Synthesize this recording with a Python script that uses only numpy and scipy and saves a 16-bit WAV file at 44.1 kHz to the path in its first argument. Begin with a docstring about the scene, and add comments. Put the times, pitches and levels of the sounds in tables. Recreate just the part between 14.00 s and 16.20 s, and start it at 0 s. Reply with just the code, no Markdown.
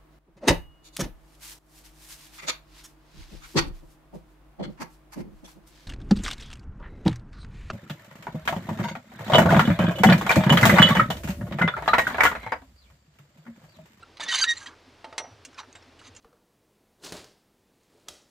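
"""Rusty steel scrapes and squeals as a jack turns to couple a trailer; the hitch knocks and chain links click.
Scrapes are filtered grit clicks, squeals wavering harmonic stacks, knocks and clicks damped modes with noise.
Low bumps of the frame are swelling sines. A truck engine idles softly: firing pulses ring an exhaust.
Coloured noise makes the open-air hiss. The stereo image sets the steel a little to the right."""
import sys
import numpy as np
from scipy import signal
from scipy.fft import rfft, irfft
from scipy.io import wavfile
from scipy.ndimage import uniform_filter1d

SR = 44100
rng = np.random.default_rng(int(sys.argv[2]) if len(sys.argv) > 2 else 0)


def to_wav(s):
    """Save 16-bit WAV."""
    ch = np.atleast_2d(s).T  # columns
    pcm = np.round(np.clip(ch, -1, 1) * 32767)  # PCM
    wavfile.write(sys.argv[1], SR, pcm.astype(np.int16))


def field_ratio(decibels):
    """Amplitude ratio for a level in dB (20 dB per decade); scalars and array-likes work."""
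    return 10 ** (np.asarray(decibels, dtype=float) / 20)


N = 97020
T = np.arange(N) / SR

# eight firings of an engine cycle: [relative_db]
CYLINDER_DB = [9, -11.5, 6, 9, 9, 9, -8, 8]
# exhaust resonances: [centre_hz, width_hz of the first of two filters, rms_db]
EXHAUST_MODES = [(39.6, 5.4, -72), (60, 19, -81), (84, 15, -69), (95.6, 13, -67.5), (118.8, 12, -91),
                 (329.3, 27, -71.5), (389, 48, -70.5)]
# outdoor hiss spectrum: [freq_hz, relative_db]
AIR_SPECTRUM = [(30, -75), (60, -25), (100, -5.5), (170, -14.5), (260, -8.5), (450, -8.5), (800, -11.5),
                (1500, -14.5), (3000, -17.5), (5000, -20.5), (7000, -29.5), (9000, -35.5), (12000, -42),
                (16000, -48.5)]
# extra filter of the hiss side signal: [freq_hz, gain_db]
AIR_SIDE_SPECTRUM = [(60, -26), (300, -19), (1000, -8.5), (4000, -16), (8000, -8.5), (14000, 4.5)]
# stick-slip squeals: [middle_s, length_s, pitch_hz, relative_db, strongest_multiple]
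SQUEALS = [(0.034, 0.025, 1372, -46.5, 1.1), (0.233, 0.06, 1768, -40.5, 1.4),
           (0.268, 0.032, 1790, -38.5, 2.1), (0.304, 0.075, 1906, -31.5, 1.3),
           (0.322, 0.033, 1522, -28.5, 2.1), (0.34, 0.055, 1795, -30, 2.1), (.348, 0.027, 1549, -27.5, 2.1),
           (0.36, 0.021, 1528, -27.5, 3.1), (0.389, .025, 2030, -25, 2.4), (0.418, 0.026, 1588, -24.5, 3.7),
           (0.428, 0.04, 1553, -19.5, 3.1), (0.441, 0.015, 1376, -26.5, 1.3), (.442, 0.011, 3882, -24, 1.1),
           (0.291, .03, 1920, -40.5, 3.1), (0.452, 0.034, 1754, -34, 1.1),
           (0.502, 0.093, 1881, -20.5, 1.45), (0.578, 0.07, 1936, -57, 1.1), (0.632, 0.07, 1627, -52, 1.1),
           (0.575, 0.024, 4140, -44.5, 0.9), (0.581, 0.03, 7180, -46, 0.9),
           (0.503, 0.055, 5930, -36.5, 0.9), (0.511, 0.028, 2300, -37.5, 2.1),
           (0.03, 0.014, 4070, -56, 1.1), (0.665, 0.015, 1880, -41, 1.4), (0.671, 0.031, 1620, -45, 2.1),
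           (.686, .025, 1634, -48, 1.1), (1.559, 0.027, 1525, -55.5, 1.1), (1.586, 0.01, 2510, -43, 1.1),
           (1.591, 0.017, 1080, -41, 1.1), (1.612, 0.023, 877, -51.5, 1.1)]
# level curves, one list per scrape: [time_s, rasp_db, grind_db, hiss_db], all before SCRAPE_DB
SCRAPES = [
    [(0.16, -88, -76, -79), (0.172, -39, -49, -79), (0.192, -57, -54, -92), (0.204, -34, -36, -62),
     (0.238, -32, -40, -30), (0.274, -46, -37.5, -64), (0.286, -26, -45, -38.5), (0.306, -28, -75, -33.5),
     (0.326, -26.5, -27.5, -30), (0.358, -23.5, -33.5, -26), (0.376, -23.5, -49, -33),
     (0.388, -23, -44, -28.5), (0.4, -21, -31, -29.5), (0.414, -25.5, -40.5, -33),
     (0.424, -44, -31.5, -25.5), (0.442, -18, -58, -25), (0.46, -36.5, -43, -37), (0.476, -46, -44, -85),
     (0.492, -29.5, -55, -43), (0.51, -43.5, -50, -32), (0.546, -45.5, -49, -52), (0.576, -42, -49, -46.5),
     (0.655, -52.5, -47.5, -50), (0.672, -39.5, -45, -46), (0.738, -82, -50.5, -81), (0.76, -74, -80, -77)],
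    [(1.53, -68, -51, -58), (1.548, -64.5, -62, -69), (1.57, -70, -58, -77), (1.582, -41.5, -40, -48),
     (1.59, -36, -41, -49.5), (1.606, -38.5, -36, -45), (1.62, -56, -44.5, -70), (1.652, -78, -51.5, -84)],
    [(1.98, -98, -77, -82), (1.992, -48.5, -88, -75), (2.016, -59, -44, -61), (2.044, -53.5, -57, -59),
     (2.068, -42.5, -46.5, -50), (2.078, -48.5, -57, -47), (2.088, -48, -55, -56), (2.102, -74, -80, -79)],
]
# rings of the rubbed steel: [centre_hz, width_hz before a fourfold widening, relative_db]
STEEL_MODES = [(1620, 100, 15), (1700, 9.6, -17), (2250, 10, 10), (2870, 55, 19.5), (3686, 10, 20),
               (3914, 54, 20), (4550, 8.2, 21.5), (6250, 24, 19), (7940, 13, -5)]
# scrape layer spectra: [freq_hz, relative_db]
RASP_SPECTRUM = [(1000, -22), (1800, 1.5), (3000, -1.5), (4500, 3), (5800, -7.5), (7500, -16.5),
                 (12000, -59)]
GRIND_SPECTRUM = [(120, -47), (300, -23), (500, -23.5), (900, 9), (1300, 13.5), (2000, 2), (3500, -37),
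                  (9000, -92)]
HISS_SPECTRUM = [(4000, -24), (6000, 9.5), (8000, -3), (10500, -8), (11500, -22), (13500, -64),
                 (15500, -50), (16500, -91)]
HOOK_HZ = 5838  # ring shared by two of the clicks
# chain link clicks: [start_s, relative_db, ring_hz, ring_relative_db, ring_t60_s, tick_tilt_db_per_octave]
CLICKS = [(0.17, -65, 3860, 14, 0.029, -2), (.205, -37.5, 3585, 1.5, 0.085, -0.5),
          (1.45, -37.5, 2780, -5.5, 0.048, 4), (1.545, -58, 5380, 4.5, .03, -4),
          (1.182, -46, HOOK_HZ, 4.5, 0.3, 0), (1.592, -51.5, HOOK_HZ, 1, 0.13, -4),
          (1.728, -56.5, 6570, 11.5, 0.016, 2), (1.754, -45.5, 7600, -7, 0.1, -11),
          (1.755, -49.5, 3720, -6.5, 0.17, -5.5), (1.825, -55, 5420, -1, 0.032, -6),
          (1.992, -55, 2910, 1, 0.061, 1.5), (2.014, -59, 1370, 1, 0.028, 2),
          (2.15, -51, 9150, -12, 0.015, -1), (2.164, -45.5, 6900, -1, 0.062, -0.5),
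          (2.166, -55, 6200, 0, .12, -7)]
# lower rings of a link: [ratio to ring_hz], [relative_db]
LINK_RATIOS = [.4, .67]
LINK_DB = [-16, -16]
# link tick spectrum before tilt: [freq_hz, relative_db]
TICK_SPECTRUM = [(600, -43), (1500, 9.5), (3000, 4.5), (4000, -2.5), (7000, 2), (9500, -7.5), (11500, -31),
                 (14000, -14), (16500, -22)]
# hitch knocks: [start_s, relative_db, crack_relative_db, tilt_db_per_octave, favoured_hz of the struck spot]
KNOCKS = [(0.198, -32.5, -6.5, -4.5, 950), (1.044, -34, -4.5, -5, 890), (1.127, -37, -5, -6, 944),
          (1.18, -30.5, 7, 2.5, 870), (1.191, -40.5, -7, 0, 2120), (1.2, -34, -2, -5, 750),
          (1.242, -39, -11, -6, 745), (1.7527, -45.5, -3.5, -1.5, 2140)]
# hitch modes before tilt and favour: [freq_hz, relative_db, t60_s]
HITCH_MODES = [(530, -8, 0.2), (692, -4.5, 0.31), (745, 3.5, 0.074), (890.6, 5.5, 0.14), (1285, 3.5, 0.11),
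               (1750, -13, 0.12), (1895, 11.5, 0.069), (2120, 15.5, 0.041), (2780, -5, 0.1),
               (5130, -2, 0.037), (9600, -5, 0.1)]
# knock spectra, the crack before tilt: [freq_hz, relative_db]
CRACK_SPECTRUM = [(200, -39), (950, 17), (2000, 13), (4000, 11), (7000, 3), (10000, -2.5), (11500, -31),
                  (14000, -6), (16500, -46)]
CLATTER_SPECTRUM = [(80, -37.5), (300, -8.5), (600, 6.5), (900, 1), (2000, -11.5), (4000, -40),
                    (11000, -60)]
# low bumps of the frame: [middle_s, length_s, freq_hz, peak_db before a random waver]
BUMPS = [(0.252, 0.078, 184, -55.5), (.255, 0.13, 299, -57.5), (1.329, 0.061, 102.7, -47.5),
         (1.335, 0.023, 176, -52), (1.397, 0.1, 93, -57.5), (2.087, 0.22, 96.7, -56)]
# bass and top roll-off of the steel sounds: [freq_hz, gain_db]
STEEL_EDGES = [(60, -30), (220, 0), (10400, 0), (11300, -20), (12800, -9), (16000, -9)]

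CYCLE_S, FIRST_FIRING_S, FIRING_SCATTER_DB = .2003, 0.02018, 2.5
BEAT_S, BEAT_LEN_S, BEAT_HZ, BEAT_DB = .084, 0.043, 263.7, -52.5
AIR_MID_DB = -57.5
# pitch, as fractions: random wobble, linear sag, droop at both ends
WOBBLE, SAG, ARCH = .004, .016, 0.035
FLUTTER_DB, TOP_HZ = 1.3, 10500
QUIET_ROUGHER = .35  # dB more wobble and flutter per dB less level
LOUD_RICHER = 0.18  # dB of side multiples per dB of level
PEAK_FALL_DB, SHELF_DB, SHELF_FALL_DB = 23.5, -2.5, 5  # fade of multiples beside the strongest
GRIT_PER_S, GRIT_SPREAD_DB, CHOP_DB = 9000, 1.8, 1.5
STEEL_DB, SCRAPE_DB = -2, -5.5
RISE_S, SNAP = 0.00047, .35  # snap: amplitude relative to the root energy of the noise envelope
SMALL_MODES, SMALL_T60_S, SMALL_DB = 120, .035, -4
CLICK_T60_S, RING_WAVER_DB = 0.053, 1.6
CONTACT_T60_S, BLOW = 0.057, 3  # blow: amplitude relative to the root energy of the rattling contact
FAVOUR_DB, FAVOUR_OCTAVES = 8, .1
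CRACK_T60_S, CLATTER_DB, CLATTER_T60_S = 0.051, -13.5, 0.4
STEEL_PAN_DB, WIDE_HZ, WIDE_DB = -2.1, 7000, -7  # pan: left over right
YARD_DB, YARD_T60_S = -17, 0.12


def unit(x):
    """Scales to rms 1."""
    return x / np.sqrt(np.mean(x ** 2))


def unit_energy(h):
    """Scales to summed square 1."""
    return h / np.sqrt(np.sum(h ** 2))


def colour(x, points):
    """Minimum-phase filter through (freq_hz, gain_db) points, by folding the cepstrum."""
    hz, db = np.array(points, float).T
    f = np.maximum(np.arange(1025) * SR / 2048, 1)
    cepstrum = irfft(np.interp(np.log(f), np.log(hz), db) * np.log(10) / 20)
    cepstrum[1:1024] *= 2
    cepstrum[1025:] = 0
    return signal.fftconvolve(x, irfft(np.exp(rfft(cepstrum))))[:len(x)]


def tilted(points, db_per_octave, pivot_hz):
    """Spectrum points tilted about a pivot."""
    return [(f, d + db_per_octave * np.log2(f / pivot_hz)) for f, d in points]


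def reso(x, hz, width_hz):
    """Resonance, gain 1 at the centre."""
    return signal.lfilter(*signal.iirpeak(hz, hz / width_hz, fs=SR), x)


def walk(rate_hz):
    """Twice-smoothed noise, rms 1."""
    k = max(int(SR / rate_hz), 1)
    return unit(uniform_filter1d(uniform_filter1d(rng.standard_normal(N), k), k))


def ring(t, hz, t60_s):
    """Damped sine from t = 0."""
    return (t > 0) * np.sin(2 * np.pi * hz * t) * 1000. ** (-np.maximum(t, 0) / t60_s)


def swell(u):
    """Raised-cosine swell over u = -.5 to .5."""
    return np.cos(np.pi * np.clip(u, -.5, .5)) ** 2


def small_rings(x):
    """Small parts: adds a crowd of brief random modes, 2.5 to 11 kHz, then scales to rms 1."""
    hz = rng.uniform(2500, 11000, (SMALL_MODES, 1))
    h = np.sum(rng.standard_normal(hz.shape) * ring(T[:3000], hz, SMALL_T60_S), 0)
    return unit(x + field_ratio(SMALL_DB) * signal.fftconvolve(x, unit_energy(h))[:N])


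def burst(t, t60_s, points):
    """A snap and a coloured noise crack that rises fast, dies away and rings the small parts."""
    t = np.maximum(t, 0)
    shape = (1 - np.exp(-t / RISE_S)) * 1000. ** (-t / t60_s)
    x = rng.standard_normal(N) * shape
    x[np.argmax(t > 0)] = SNAP * np.sqrt(np.sum(shape ** 2))
    return small_rings(colour(x, points)) * np.sqrt(np.mean(shape ** 2))


def engine():
    """Eight uneven firings a cycle ring the exhaust; one hollow beat a cycle."""
    k, pad = np.arange(-8, 88), SR // 4  # pad: lead-in, so the exhaust already rings at t = 0
    pulses = np.zeros(N + pad)
    at = ((FIRST_FIRING_S + k * CYCLE_S / 8) * SR).astype(int) + pad
    firing_db = np.array(CYLINDER_DB)[k % 8] + FIRING_SCATTER_DB * rng.standard_normal(len(k))
    pulses[np.clip(at, 0, N + pad - 1)] = field_ratio(firing_db)
    exhaust = sum(field_ratio(db) * unit(reso(reso(pulses, f, w), f, 2 * w)[pad:]) for f, w, db in EXHAUST_MODES)
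    t = (T - BEAT_S + CYCLE_S / 2) % CYCLE_S - CYCLE_S / 2
    beat = swell(t / BEAT_LEN_S) * np.sin(2 * np.pi * BEAT_HZ * t)
    return exhaust + field_ratio(BEAT_DB + 1.7 * walk(18.0)) * beat


def air():
    """Outdoor hiss: wavering coloured noise, wider in the treble."""
    mid, side = (field_ratio(.5 * walk(45)) * colour(rng.standard_normal(N), AIR_SPECTRUM) for _ in range(2))
    side = colour(side, AIR_SIDE_SPECTRUM)
    return field_ratio(AIR_MID_DB) * np.array([mid + side, mid - side]) / np.std(mid)


def squeals():
    """Stick-slip: short wavering harmonic stacks, sagging a little in pitch."""
    out, wobble, flutter = np.zeros(N), walk(260), [walk(450) for _ in range(6)]
    for mid, length, hz, db, strongest in SQUEALS:
        i = np.arange(max(int((mid - length / 2) * SR), 0), int((mid + length / 2) * SR))
        u = (T[i] - mid) / length
        rough = field_ratio(-QUIET_ROUGHER * (db + 22.5))
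        pitch_hz = hz * (1 + WOBBLE * rough * wobble[i] - SAG * u - ARCH * u ** 2)
        phase = 2 * np.pi * np.cumsum(pitch_hz) / SR
        for k in range(1, 7):
            peak = field_ratio(-PEAK_FALL_DB * (k - strongest) ** 2)
            shelf = field_ratio(SHELF_DB - SHELF_FALL_DB * k + LOUD_RICHER * (db + 12.0))
            gain = (k * hz < TOP_HZ) * field_ratio(db) * (peak + shelf)
            envelope = swell(u) ** (.5 + k / 2) * field_ratio(FLUTTER_DB * rough * flutter[k - 1][i])
            out[i] -= np.sqrt(2) * gain * envelope * np.sin(k * phase + k * k)
    return out


def scrape():
    """Dense grit clicks rasp, ring the steel, grind low and hiss high."""
    grit = (rng.random(N) < GRIT_PER_S / SR) * rng.standard_normal(N)
    grit = grit * field_ratio(GRIT_SPREAD_DB * rng.exponential(size=N) + CHOP_DB * walk(220))
    steel = sum(field_ratio(db) * np.sqrt(1 / w) * reso(grit, f, 4 * w) for f, w, db in STEEL_MODES)
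    rasp = unit(unit(colour(grit, RASP_SPECTRUM)) + field_ratio(STEEL_DB) * unit(steel))
    grind = unit(colour(grit, GRIND_SPECTRUM))
    hiss = small_rings(colour(grit, HISS_SPECTRUM))
    out = 0
    for rows in SCRAPES:
        s, *curves = np.array(rows).T
        for layer, db in zip((rasp, grind, hiss), curves):
            out = out + layer * field_ratio(SCRAPE_DB + np.interp(T, s, db, -120, -120))
    return out


def clicks():
    """Links tick and ring briefly, most at their own pitch; a swinging link's ring is unsteady."""
    out = 0
    for s, db, hz, ring_db, t60_s, tilt_db in CLICKS:
        t = T - s
        rings = ring(t, hz, t60_s)
        for ratio, low_db in zip(LINK_RATIOS, LINK_DB):
            rings = rings + field_ratio(low_db) * ring(t, hz * ratio, CLICK_T60_S)
        tick = burst(t, CLICK_T60_S, tilted(TICK_SPECTRUM, tilt_db, 4000))
        ring_gain = np.sqrt(2) * field_ratio(ring_db + RING_WAVER_DB * walk(150))
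        out = out + field_ratio(db) * (ring_gain * rings + tick)
    return out


def knocks():
    """Rough blows ring the hitch modes under a crack and leave a low clatter."""
    out = 0
    for s, db, crack_db, tilt_db, spot_hz in KNOCKS:
        t = T - s
        contact = rng.standard_normal(2000) * 1000. ** (-T[:2000] / CONTACT_T60_S)
        contact[0] = BLOW * np.sqrt(np.sum(contact ** 2))
        modes = 0
        for f, d, t60_s in HITCH_MODES:
            favour_db = FAVOUR_DB * np.exp(-(np.log2(f / spot_hz) / FAVOUR_OCTAVES) ** 2)
            modes = modes + field_ratio(d + tilt_db * np.log2(f / 1000) + favour_db) * ring(t, f, t60_s)
        body = signal.fftconvolve(modes, unit_energy(contact))[:N] * field_ratio(-18)
        crack = burst(t, CRACK_T60_S, tilted(CRACK_SPECTRUM, tilt_db, 1000))
        clatter = burst(t, CLATTER_T60_S, CLATTER_SPECTRUM)
        out = out + field_ratio(db) * (body + field_ratio(crack_db) * crack + field_ratio(CLATTER_DB) * clatter)
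    return out


def bumps():
    """Frame: soft low sine swells, wavering in level."""
    out = 0
    for s, length, hz, db in BUMPS:
        t = T - s
        out = out + field_ratio(db + 2 * walk(47)) * swell(t / length) * np.sin(2 * np.pi * hz * t)
    return out


def yard(steel):
    """Yard echo: two decaying noise tails after 6 ms, narrowed in stereo."""
    t = T[:SR // 2]
    tails = rng.standard_normal((2, len(t))) * 1000. ** (-t / YARD_T60_S) * (t > .006)
    echo = np.array([signal.fftconvolve(steel, unit_energy(h))[:N] for h in tails])
    return echo.mean(0) + 0.27 * (echo - echo.mean(0))


def widen(steel):
    """Stereo width: a quarter-turn phase shift, opposite in the two channels, strongest in the treble."""
    high = signal.butter(N=8, Wn=WIDE_HZ, btype="high", fs=SR, output="sos")
    treble = signal.sosfiltfilt(high, steel)
    return signal.hilbert(field_ratio(WIDE_DB) * treble + field_ratio(-16) * steel).imag * np.array([[1], [-1]])


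def scene():
    """Steel to the right with short yard echoes; engine and bumps in the middle, air wide."""
    steel = colour(scrape() + squeals() + knocks() + clicks(), STEEL_EDGES)
    panned = steel * field_ratio(np.array([[.5], [-.5]]) * STEEL_PAN_DB)
    return panned + widen(steel) + field_ratio(YARD_DB) * yard(steel) + engine() + bumps() + air()


def roll_off(x):
    """The treble ends steeply here."""
    return signal.sosfilt(signal.butter(12, 16500, fs=SR, output="sos"), x)


def record(dry):
    """Last stage of the finished mix."""
    return roll_off(dry)


dry = scene()
out = record(dry)
to_wav(out)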